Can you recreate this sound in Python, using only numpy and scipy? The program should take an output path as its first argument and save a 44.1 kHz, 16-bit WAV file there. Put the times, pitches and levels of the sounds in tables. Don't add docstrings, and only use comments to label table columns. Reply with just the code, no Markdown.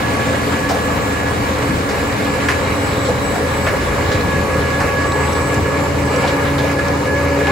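import sys
import numpy as np
from scipy import signal
from scipy.fft import irfft
from scipy.io import wavfile
from scipy.ndimage import uniform_filter1d

SR = 44100
rng = np.random.default_rng(int(sys.argv[2]) if len(sys.argv) > 2 else 0)


def store_wav(level_fs):
    pcm = np.round(np.clip(np.atleast_2d(level_fs), -1, 1) * 32767)
    wavfile.write(sys.argv[1], SR, pcm.T.astype(np.int16))


N = 331191
TIME = np.arange(N) / SR
CUTOFF_HZ = 15700


def from_db(db):
    return 10 ** (np.asarray(db) / 20)


def rms_one(x):
    return x / np.sqrt(np.mean(x ** 2) + 1e-20)


def evened(x, size=500):
    return x / np.sqrt(uniform_filter1d(np.mean(x ** 2, axis=0), size) + 1e-12)


def in_time(rows):
    seconds, *columns = np.transpose(rows)
    return [np.interp(TIME, seconds, column) for column in columns]


def at_hz(rows, hz):
    pitches, values = np.transpose(rows)
    return np.interp(np.log(hz), np.log(pitches), values)


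def passing(first_db, last_db):
    return first_db + (last_db - first_db) * TIME / TIME[-1]


def bell(centre_s, half_width_s):
    return np.exp(-((TIME - centre_s) / half_width_s) ** 2)


def burst(start_s, fade_s, rise_s):
    out, first = np.zeros(N), int(start_s * SR)
    age = np.arange(min(N - first, int(2 * fade_s * SR))) / SR
    out[first:first + len(age)] = (1 - np.exp(-age / rise_s)) * from_db(-60 * age / fade_s)
    return out


def drift(hz, step=64, warm_up=3000):
    r = np.exp(-2 * np.pi * hz * step / SR)
    noise = rng.standard_normal(N // step + warm_up + 2)
    slow = signal.lfilter([1], [1, -2 * r, r * r], noise)[warm_up:]
    return np.interp(np.arange(N) / step, np.arange(len(slow)), rms_one(slow))


def swaying(hz):
    return 1.5 * np.tanh(drift(hz))


def panned(pan_db):
    return from_db(np.array([[.5], [-.5]]) * pan_db)


def stereo(pair, alike):
    shared = np.sqrt((1 + alike) / 2) * pair[0]
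    opposite = np.sqrt((1 - alike) / 2) * pair[1]
    return np.array([shared + opposite, shared - opposite])


def from_left(x, lag_s=.00043):
    return np.array([x[0], np.interp(TIME - lag_s, TIME, x[1])])


def from_right(x, lag_s=.00027):
    delayed = np.maximum(np.arange(N) - round(lag_s * SR), 0)
    return np.array([x[0, delayed], x[1]])


def resonate(x, hz, *widths_hz):
    for width in widths_hz:
        r = np.exp(-np.pi * width / SR)
        feedback = [1, -2 * r * np.cos(2 * np.pi * hz / SR), r * r]
        x = signal.lfilter(np.array([1, 0, -1]) * (1 - r * r) / 2, feedback, x + 1e-18)
    return x


def impacts(per_s, spread_db):
    hit = rng.random((2, N)) < per_s / SR
    sizes = from_db(spread_db * np.minimum(rng.exponential(1, (2, N)), 4))
    return rms_one(hit * sizes * rng.choice([-1, 1], (2, N)))


def tone(cycles, flutter, flutter_hz, alike):
    strength, timing = [flutter * stereo([drift(flutter_hz), drift(flutter_hz)], alike) for _ in range(2)]
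    angle = 2 * np.pi * (cycles + rng.random())
    return ((1 + strength) * np.cos(angle) + timing * np.sin(angle)) / np.sqrt(.5 + flutter ** 2)


# pitch in Hz, likeness from 0 to 1.
EAR_LIKENESS = [(60, 0.91), (130, 1), (290, 0.86), (500, 1), (700, 0.67), (1300, 0.82), (2300, 1),
                (4000, 0.64), (6000, 0.074), (9000, 0.03), (15000, 0)]
# pitch in Hz, pan in dB.
EAR_BALANCE = [(60, -0.5), (110, 0.5), (200, 1), (380, -0.5), (700, 6.5), (1290, -2.5), (2380, -3),
               (4400, 2), (8120, -1), (15000, 1)]
def hail(colour, per_s, spread_db, flicker_db, surge_db, alike=None):
    streams = impacts(per_s, spread_db), impacts(per_s, spread_db)
    edges = np.append(20 * 2 ** (np.arange(30) / 3), CUTOFF_HZ * 1.1)
    out = np.zeros((2, N))
    for k, (low, high) in enumerate(zip(edges, edges[1:])):
        hz = np.sqrt(low * high)
        if colour[0][0] < hz < colour[-1][0]:
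            band_filter = signal.butter(2, [low, high], "band", fs=SR, output="sos")
            band = signal.sosfilt(band_filter, streams[k % 2])
            gain = from_db(at_hz(colour, hz) + flicker_db * swaying(7.6))
            likeness = at_hz(EAR_LIKENESS, hz) if alike is None else alike
            out += gain * stereo(band, likeness) * panned(at_hz(EAR_BALANCE, hz))
    return rms_one(out * from_db(surge_db))


# time in seconds, level in dB.
SKID_LEVELS = [(0, -60), (1.2, -47), (2.3, -47), (2.6, -40), (3.3, -41.5), (3.9, -54), (4.25, -41),
               (4.5, -53), (5.6, -49), (7.51, -52)]
def skid(hz=3940, width_hz=190):
    level_db, = in_time(SKID_LEVELS)
    scraping = stereo(impacts(per_s=350, spread_db=2), alike=.33)
    return from_db(level_db) * rms_one(resonate(scraping, hz, width_hz, 4 * width_hz))


# time in seconds, turns per second.
ENGINE_SPEED = [(0, 26.84), (.35, 26.96), (.95, 26.95), (1.15, 26.83), (1.75, 26.85), (2.1, 26.96),
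                (3.2, 26.92), (4.05, 26.98), (4.35, 26.72), (4.9, 26.7), (5.6, 26.85), (5.9, 27.02),
                (6.2, 27.0), (6.55, 26.9), (7.51, 26.88)]
def engine_turns():
    return np.cumsum(in_time(ENGINE_SPEED)[0]) / SR


# time in seconds, level in dB.
PUMP_LEVELS = [(0, -54), (.25, -48), (.9, -49), (1.03, -44), (1.2, -48), (2.2, -49), (2.45, -42),
               (2.62, -52), (3.09, -44), (3.5, -54), (4.15, -47), (4.5, -58), (5.4, -52), (5.56, -42),
               (5.64, -53), (5.8, -39), (6.0, -54), (6.15, -43), (6.5, -54), (7.51, -48)]
# vibrations per engine turn, level in dB, pan in dB.
FAST_GEARS = [(146, -55, 0), (261.3, -56, 0)]
def high_whines(turns, pump_per_turn=270.6):
    pump_db, = in_time(PUMP_LEVELS)
    out = from_db(pump_db) * tone(pump_per_turn * turns, flutter=.7, flutter_hz=20, alike=.1)
    for per_turn, level_db, pan_db in FAST_GEARS:
        gain = from_db(level_db + 2 * swaying(3)) * panned(pan_db)
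        out += gain * tone(per_turn * turns, flutter=1.3, flutter_hz=20, alike=.1)
    return out


# time in seconds, pitch in Hz, level in dB.
TURBO_WHISTLE = [(0, 8060, -50), (.22, 8090, -48), (.6, 8000, -48), (.81, 8000, -50), (1.13, 7970, -44),
                 (1.55, 8000, -56), (1.63, 8016, -43), (1.85, 8130, -47), (2.17, 7860, -50),
                 (2.48, 7960, -42), (2.58, 7950, -44), (2.67, 7970, -40), (2.82, 7840, -45),
                 (2.88, 7880, -40), (2.98, 7860, -43), (3.05, 7840, -40), (3.14, 7830, -54),
                 (3.29, 7845, -37), (3.45, 7810, -52), (3.52, 7766, -39), (3.64, 7750, -40),
                 (3.74, 7800, -52), (4.2, 7700, -50), (4.5, 7690, -48), (4.98, 7900, -54),
                 (5.11, 7885, -37), (5.17, 7940, -39), (5.23, 7915, -41), (5.37, 7920, -35),
                 (5.46, 7965, -41), (5.7, 7950, -47), (5.97, 8000, -55), (6.1, 7915, -39),
                 (6.34, 7860, -51), (6.41, 7840, -43), (6.53, 7870, -57), (7.51, 7820, -52)]
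def turbocharger():
    hz, level_db = in_time(TURBO_WHISTLE)
    gain = from_db(level_db + 1.5 * swaying(18))
    cycles = np.cumsum(hz + 6 * drift(12)) / SR
    return gain * tone(cycles, flutter=.45, flutter_hz=12, alike=.2)


def firing(turns):
    return np.cos(2 * np.pi * 3 * turns)


# pitch in Hz, relative level in dB.
BUZZ_COLOUR = [(300, -20), (420, -4), (650, 2.5), (1050, -0.5), (1400, -12), (1800, -13), (2400, -4),
               (3000, -18), (4500, -12)]
def engine_buzz(turns, size=4096):
    cycle_hz = ENGINE_SPEED[0][1] / 2
    hz = np.maximum(np.arange(size // 2 + 1), 1) * cycle_hz
    shape = from_db(at_hz(BUZZ_COLOUR, hz)) * (hz > BUZZ_COLOUR[0][0]) * (hz < BUZZ_COLOUR[-1][0])
    loops = irfft(shape * np.exp(2j * np.pi * rng.random((4, len(hz)))))
    played = np.array([np.interp(turns / 2 % 1 * size, np.arange(size), loop) for loop in loops])
    blend = .55 * drift(.42)
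    rattle = stereo(np.cos(blend) * played[:2] + np.sin(blend) * played[2:], alike=.53)
    return from_db(passing(-29.5, -35.5)) * from_left(rms_one(rattle * from_db(firing(turns))))


# pitch in Hz, relative level in dB.
CLATTER_COLOUR = [(450, -52), (650, 8), (800, 1.5), (1050, -1.5), (1450, 4), (1900, 2.5), (2400, -12.5),
                  (3200, 1), (4500, -31), (6000, -42), (8000, -43)]
def diesel_clatter(turns):
    knock = hail(CLATTER_COLOUR, per_s=9000, spread_db=4.5, flicker_db=-.5, surge_db=.26 * firing(turns))
    return from_db(passing(-25.5, -36.5)) * from_left(knock)


# vibrations per engine turn, first level in dB, last level in dB, pan in dB.
ENGINE_NOTES = [(4, -36, -36, 1), (4.5, -30, -37, 2), (7.5, -35, -43, 3), (8.5, -31.5, -43, 3),
                (11, -37, -40, 3), (12, -40, -42, 0), (13, -45, -41, 0), (15, -38, -36, 0),
                (26, -43, -50, 0), (27, -43, -50, 2), (29, -47, -42.5, 3), (30, -35.5, -39.5, 5),
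                (31.5, -42, -37, 5), (34.5, -40, -39.5, 6), (40, -40, -38.5, 0), (45, -39.5, -50, 0),
                (50, -44, -52, -4), (52.5, -48, -45, -2)]
SHAFT_NOTES = [(9.75, -37, -45, 1), (10.31, -31.5, -39, 2), (15.62, -37, -30.5, 0), (15.85, -46, -35, 0),
               (19.32, -39, -31, 4), (24.25, -41.5, -50, 8), (27.47, -42.5, -50, 3), (30.7, -47, -42.5, 3),
               (35.9, -50, -40, -1), (38.58, -34, -42, 5), (56.7, -50, -49, -4), (57.9, -43.5, -48, -4),
               (59.1, -48, -45, -3), (96.5, -57, -53, -2), (106.25, -53, -52, 3)]
def quiet_hums(turns):
    out = np.zeros((2, N))
    for per_turn, first_db, last_db, pan_db in ENGINE_NOTES + SHAFT_NOTES:
        gain = from_db(passing(first_db, last_db)) * panned(pan_db)
        out += gain * tone(per_turn * turns, flutter=.26, flutter_hz=3.8, alike=.58)
    return from_left(out)


# vibrations per engine turn, pan in dB, flutter as a share of the note, flutter speed in Hz.
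DRONE_NOTES = [(3, -.6, .22, 6), (5.18, -.6, .15, 4), (10.5, -.7, .22, 7), (21, 0, .24, 5)]
GEAR_NOTES = [(42, -2, .35, 12), (63, -3, .2, 8)]
# first level in dB,
# last level in dB, swell in dB (a dip if negative), its middle in seconds, its half-width in seconds.
NOTE_SWELLS = [(-29.5, -26.5, 3, 5.75, 0.55), (-37, -29, 4, 5.9, 1.6), (-30.5, -24, -11, 4.25, 1.02),
               (-38.5, -22, -4.5, 6.5, 1.1), (-31.5, -56.5, 19.5, 5.14, 1.3)]
# time in seconds, level in dB, a number that is not played.
HIGH_GEAR_LEVELS = [(0, -33.5, -30), (.4, -34, -31), (.85, -32, -29), (1.1, -33, -29.5), (1.3, -35, -32),
                    (1.55, -38.5, -38), (2.0, -38, -34), (2.5, -34, -33.5), (2.8, -46, -36),
                    (2.93, -43, -31), (3.15, -39, -31), (3.4, -36, -37), (4.0, -34.5, -39),
                    (4.3, -32.5, -30), (4.85, -27.5, -33), (5.35, -30, -31.5), (5.95, -34.5, -37),
                    (6.399, -33, -31.5), (6.75, -31, -36), (7.51, -29.5, -37)]
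def drone(turns, throb_db=3.8):
    levels = [passing(first_db, last_db) + swell_db * bell(centre_s, half_s)
              for first_db, last_db, swell_db, centre_s, half_s in NOTE_SWELLS]
    levels.append(in_time(HIGH_GEAR_LEVELS)[0] + throb_db * swaying(13))
    out = np.zeros((2, N))
    for (per_turn, pan_db, flutter, flutter_hz), level_db in zip(DRONE_NOTES + GEAR_NOTES, levels):
        out += from_db(level_db) * panned(pan_db) * tone(per_turn * turns, flutter, flutter_hz, alike=.85)
    return out


# pitch in Hz, relative level in dB.
RUMBLE_COLOUR = [(20, -26), (30, -17), (42, -7), (54, 9.5), (75, -4), (100, 15), (140, -38)]
BOOM_COLOUR = [(65, -28), (90, 0), (115, 0.5), (145, -1), (180, 2.5), (230, -2), (285, 0), (360, -15.5),
               (500, -49)]
# start in seconds, rumble in dB, boom in dB, fade time in seconds.
HOOD_HEAVES = [(0.019, -24, -33, .55), (1.69, -44, -17, .67), (4.14, -23, -17, .3), (4.24, -20, -16.5, .35),
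               (4.33, -25, -18, .4), (4.43, -25, -23, .3), (4.54, -24, -21, .45), (5.57, -20.5, -17.5, .36)]
def rumble_and_boom(lumps_db):
    packed_soil_db = 5.5 * bell(centre_s=3.9, half_width_s=2.7)
    rumble_gain, boom_gain = from_db(-34 + packed_soil_db), from_db(-26)
    for start_s, rumble_db, boom_db, fade_s in HOOD_HEAVES:
        heave = burst(start_s, fade_s, rise_s=.0034)
        rumble_gain = np.hypot(rumble_gain, from_db(rumble_db) * heave)
        boom_gain = np.hypot(boom_gain, from_db(boom_db) * heave)
    rumble = hail(RUMBLE_COLOUR, per_s=3500, spread_db=-.5, flicker_db=1.5, surge_db=lumps_db)
    boom = hail(BOOM_COLOUR, per_s=6000, spread_db=1, flicker_db=.5, surge_db=lumps_db / 2)
    return rumble_gain * rumble + boom_gain * boom


# pitch in Hz, relative level in dB.
GRIT_COLOUR = [(2500, -51), (4000, -2), (4600, 4), (5750, 3), (7250, -7), (8100, -20)]
SAND_COLOUR = [(5000, -9), (5750, -3), (7250, 0.5), (9100, 0.5), (11500, -3.5), (14500, -7), (17000, -8)]
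def grit_and_sand(flow_db, lumps_db):
    grit = hail(GRIT_COLOUR, per_s=22000, spread_db=5.5, flicker_db=.4,
                surge_db=lumps_db / 2 + .35 * drift(30))
    sand = hail(SAND_COLOUR, per_s=20000, spread_db=3.5, flicker_db=1.5,
                surge_db=lumps_db / 2 + .34 * drift(30), alike=1)
    grit *= from_db(passing(-39, -40) + .17 * flow_db)
    sand *= from_db(passing(-36, -39) + .17 * flow_db)
    return grit + from_right(sand)


# pitch in Hz, width in Hz, relative level in dB.
PANEL_NOTES = [(237, 49, -17.5), (432.3, 27, -10), (511.6, 49.5, -3)]
def hood_panels(flow_db, lumps_db):
    hits = stereo(impacts(per_s=1200, spread_db=2.5), alike=.93)
    ringing = sum((-1) ** k * from_db(db) * rms_one(resonate(hits, hz, width, 3 * width))
                  for k, (hz, width, db) in enumerate(PANEL_NOTES))
    return from_db(passing(-25.5, -25) + .55 * flow_db + lumps_db) * ringing


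# pitch in Hz, width in Hz, gain in dB.
HOUSING_NOTES = [(1010, 540, -10.5), (1412, 61, 3.5), (1670.4, 64, 8.5), (1709, 66, 5), (1770, 61, -0.5),
                 (2224, 174, 2.5), (2470, 83, -10.5), (2850, 54, -2), (3730, 150, -22), (3914, 79, -21.5),
                 (4560, 58, -44)]
def steel_housing(flow_db, lumps_db):
    hits = stereo(impacts(per_s=1400, spread_db=-.5), alike=.082)
    hits *= from_db(passing(-18, -14) + flow_db + 2 * lumps_db)
    return sum((-1) ** k * from_db(db) * resonate(hits, hz, width)
               for k, (hz, width, db) in enumerate(HOUSING_NOTES))


# pitch in Hz, relative level in dB.
DRUM_COLOUR = [(250, -33), (360, -0.5), (450, 1.5), (570, -4.5), (720, -6.5), (900, -1.5), (1140, -3),
               (1700, -47)]
GRIND_COLOUR = [(700, 0), (1000, -3.5), (1200, 4.5), (1480, -6.5), (1700, 1.5), (1950, -6), (2300, -0.5),
                (2700, -13), (3200, -9), (4000, -8), (5500, -19), (8000, -53)]
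def rotor(flow_db, lumps_db):
    drum = hail(DRUM_COLOUR, per_s=3500, spread_db=2.5, flicker_db=2.5, surge_db=lumps_db)
    grind = hail(GRIND_COLOUR, per_s=5000, spread_db=2, flicker_db=2.95, surge_db=2 * lumps_db)
    drum *= from_db(passing(-28, -23) + .55 * flow_db)
    grind *= from_db(passing(-29, -29.5) + flow_db)
    return drum + grind


# time in seconds, level in dB (only its rise and fall count).
GRAVEL_FLOW = [(0.0, -28.5), (0.42, -29.5), (1.86, -30), (2.11, -29), (2.78, -29), (3.05, -30.5),
               (3.57, -28.5), (4.06, -29.5), (5.0, -29), (6.02, -30.5), (6.23, -27.5), (7.15, -32),
               (7.51, -27)]
def crushing():
    flow_db, = in_time(GRAVEL_FLOW)
    flow_db -= flow_db.mean()
    lumps_db = .5 * swaying(10)
    return (rumble_and_boom(lumps_db) + rotor(flow_db, lumps_db) + grit_and_sand(flow_db, lumps_db)
            + hood_panels(flow_db, lumps_db) + steel_housing(flow_db, lumps_db))


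def splinter(hits, hz):
    return evened(resonate(hits, hz, .55 * hz, 1.8 * hz))


# start in seconds, level in dB, pitch in Hz.
FLYING_CHIPS = [(1.309, -42, 10000), (2.123, -35, 4740), (2.489, -38, 10500), (3.768, -41, 8000),
                (4.207, -30, 3970), (4.703, -35, 4640), (5.12, -30, 4130), (5.33, -34, 5870),
                (5.543, -31, 6370), (6.161, -34, 5840), (6.716, -36, 6500), (6.883, -32.5, 5380),
                (7.246, -41, 11000)]
def chips(tick_db=3):
    hits = stereo(impacts(per_s=6000, spread_db=2), alike=.5)
    out = np.zeros((2, N))
    for start_s, level_db, hz in FLYING_CHIPS:
        span = slice(int(start_s * SR), int((start_s + .2) * SR))
        ping = evened(resonate(hits[:, span], hz, .12 * hz, .5 * hz))
        ping *= burst(start_s, fade_s=.045, rise_s=.0005)[span]
        tick = splinter(hits[:, span], hz) * burst(start_s, fade_s=.03, rise_s=.0003)[span]
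        out[:, span] += from_db(level_db) * (ping + from_db(tick_db) * tick)
    return out


# pitch in Hz, relative level in dB.
PLATE_NOTES = [(1364, -4), (1680, 1.5), (1745, 2)]
# start in seconds, thud in dB, its pitch in Hz, clang in dB,
# its pitch in Hz, plate ring in dB, crack in dB, its pitch in Hz, first strike compared with
# the bounces in dB, fade time of the bounces in seconds.
BIG_STONES = [(0.271, -21, 600, -39, 1500, -50, -31, 3480, -8, .2),
              (.329, -13.5, 520, -19, 1350, -50, -45, 3500, 0, .15),
              (0.519, -19, 553, -18.5, 1300, -50, -36, 3500, -2, 0.18),
              (.688, -28, 680, -22.5, 2200, -50, -25, 3800, -2, .2),
              (.694, -10, 685, -17, 1100, -50, -31, 3300, -9, .18),
              (.738, -13, 510, -32, 1200, -50, -42, 3500, -9, .15),
              (1.888, -34, 587, -24, 1530, -43, -27.5, 3470, 1, .27),
              (2.484, -16, 1060, -11, 1560, -19, -25, 3700, -0.5, 0.24),
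              (3.047, -35, 550, -47, 1525, -50, -23.5, 3500, -12, 0.2),
              (3.081, -8.5, 497, -40, 1525, -50, -40, 3500, -12, .14),
              (3.35, -14.5, 687, -22, 1400, -50, -36, 3500, -2, 0.18),
              (3.664, -15, 600, -12.5, 1600, -21, -33, 3700, -7, 0.18),
              (3.725, -12, 520, -28, 1400, -50, -43, 3500, -6, .3),
              (4.09, -11.5, 476, -28, 1525, -50, -40, 3500, -9, .2),
              (4.114, -20, 503, -19.5, 1600, -45, -21, 3200, -6, .19),
              (4.78, -31, 560, -38, 1525, -50, -33, 3400, -12, .22),
              (4.802, -16, 800, -17, 1450, -20, -28, 4000, -1, .19),
              (4.84, -16, 515, -32, 1525, -35, -41, 3500, -9, .26),
              (6.138, -13, 500, -39, 1525, -50, -35, 3500, -9, .2),
              (6.235, -12.5, 750, -22, 1400, -50, -35, 3800, -9, .18),
              (6.274, -23, 608, -25, 1700, -45, -21.5, 2970, -3, .16),
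              (6.581, -15, 503, -21, 1400, -40, -22.5, 2900, -2, .18),
              (6.638, -12.5, 560, -36, 1525, -50, -36, 4200, -6, .59),
              (6.789, -31, 600, -18.5, 1380, -25, -37, 3500, -1, 0.16),
              (7.468, -13.5, 814, -15, 1520, -36, -37, 3100, -3, 0.13)]
def stones():
    hits = stereo(impacts(per_s=5000, spread_db=2.5), alike=.6)
    push = stereo(impacts(per_s=5000, spread_db=1), alike=.9)
    plate = sum(from_db(db) * np.sin(2 * np.pi * (hz * TIME + rng.random())) for hz, db in PLATE_NOTES)
    out = np.zeros((2, N))
    for (start_s, thud_db, thud_hz, clang_db, clang_hz, ring_db,
         crack_db, crack_hz, strike_db, fade_s) in BIG_STONES:
        span = slice(int(start_s * SR), int((start_s + .5) * SR))
        thud = from_db(thud_db) * evened(resonate(push[:, span], thud_hz, 70, 300))
        thud *= burst(start_s, fade_s=.17, rise_s=.0094)[span]
        clang = from_db(clang_db) * splinter(hits[:, span], clang_hz)
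        crack = from_db(crack_db) * splinter(hits[:, span], crack_hz)
        strike = from_db(strike_db) * burst(start_s, fade_s=.05, rise_s=.0015)[span]
        bounces = burst(start_s, fade_s, rise_s=.014)[span]
        ring = from_db(ring_db) * plate[span] * burst(start_s, fade_s=.15, rise_s=.0017)[span]
        out[:, span] += thud + (clang + crack) * (strike + bounces) + ring
    return out


def scene():
    turns = engine_turns()
    tractor = drone(turns) + quiet_hums(turns) + diesel_clatter(turns) + engine_buzz(turns)
    whistles = turbocharger() + high_whines(turns)
    return tractor + whistles + crushing() + skid() + stones() + chips()


def record(dry):
    low_cut = signal.butter(2, 24, "high", fs=SR, output="sos")
    high_cut = signal.ellip(14, .1, 90, CUTOFF_HZ, fs=SR, output="sos")
    return signal.sosfilt(high_cut, signal.sosfilt(low_cut, dry))


dry = scene()
out = record(dry)
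store_wav(out)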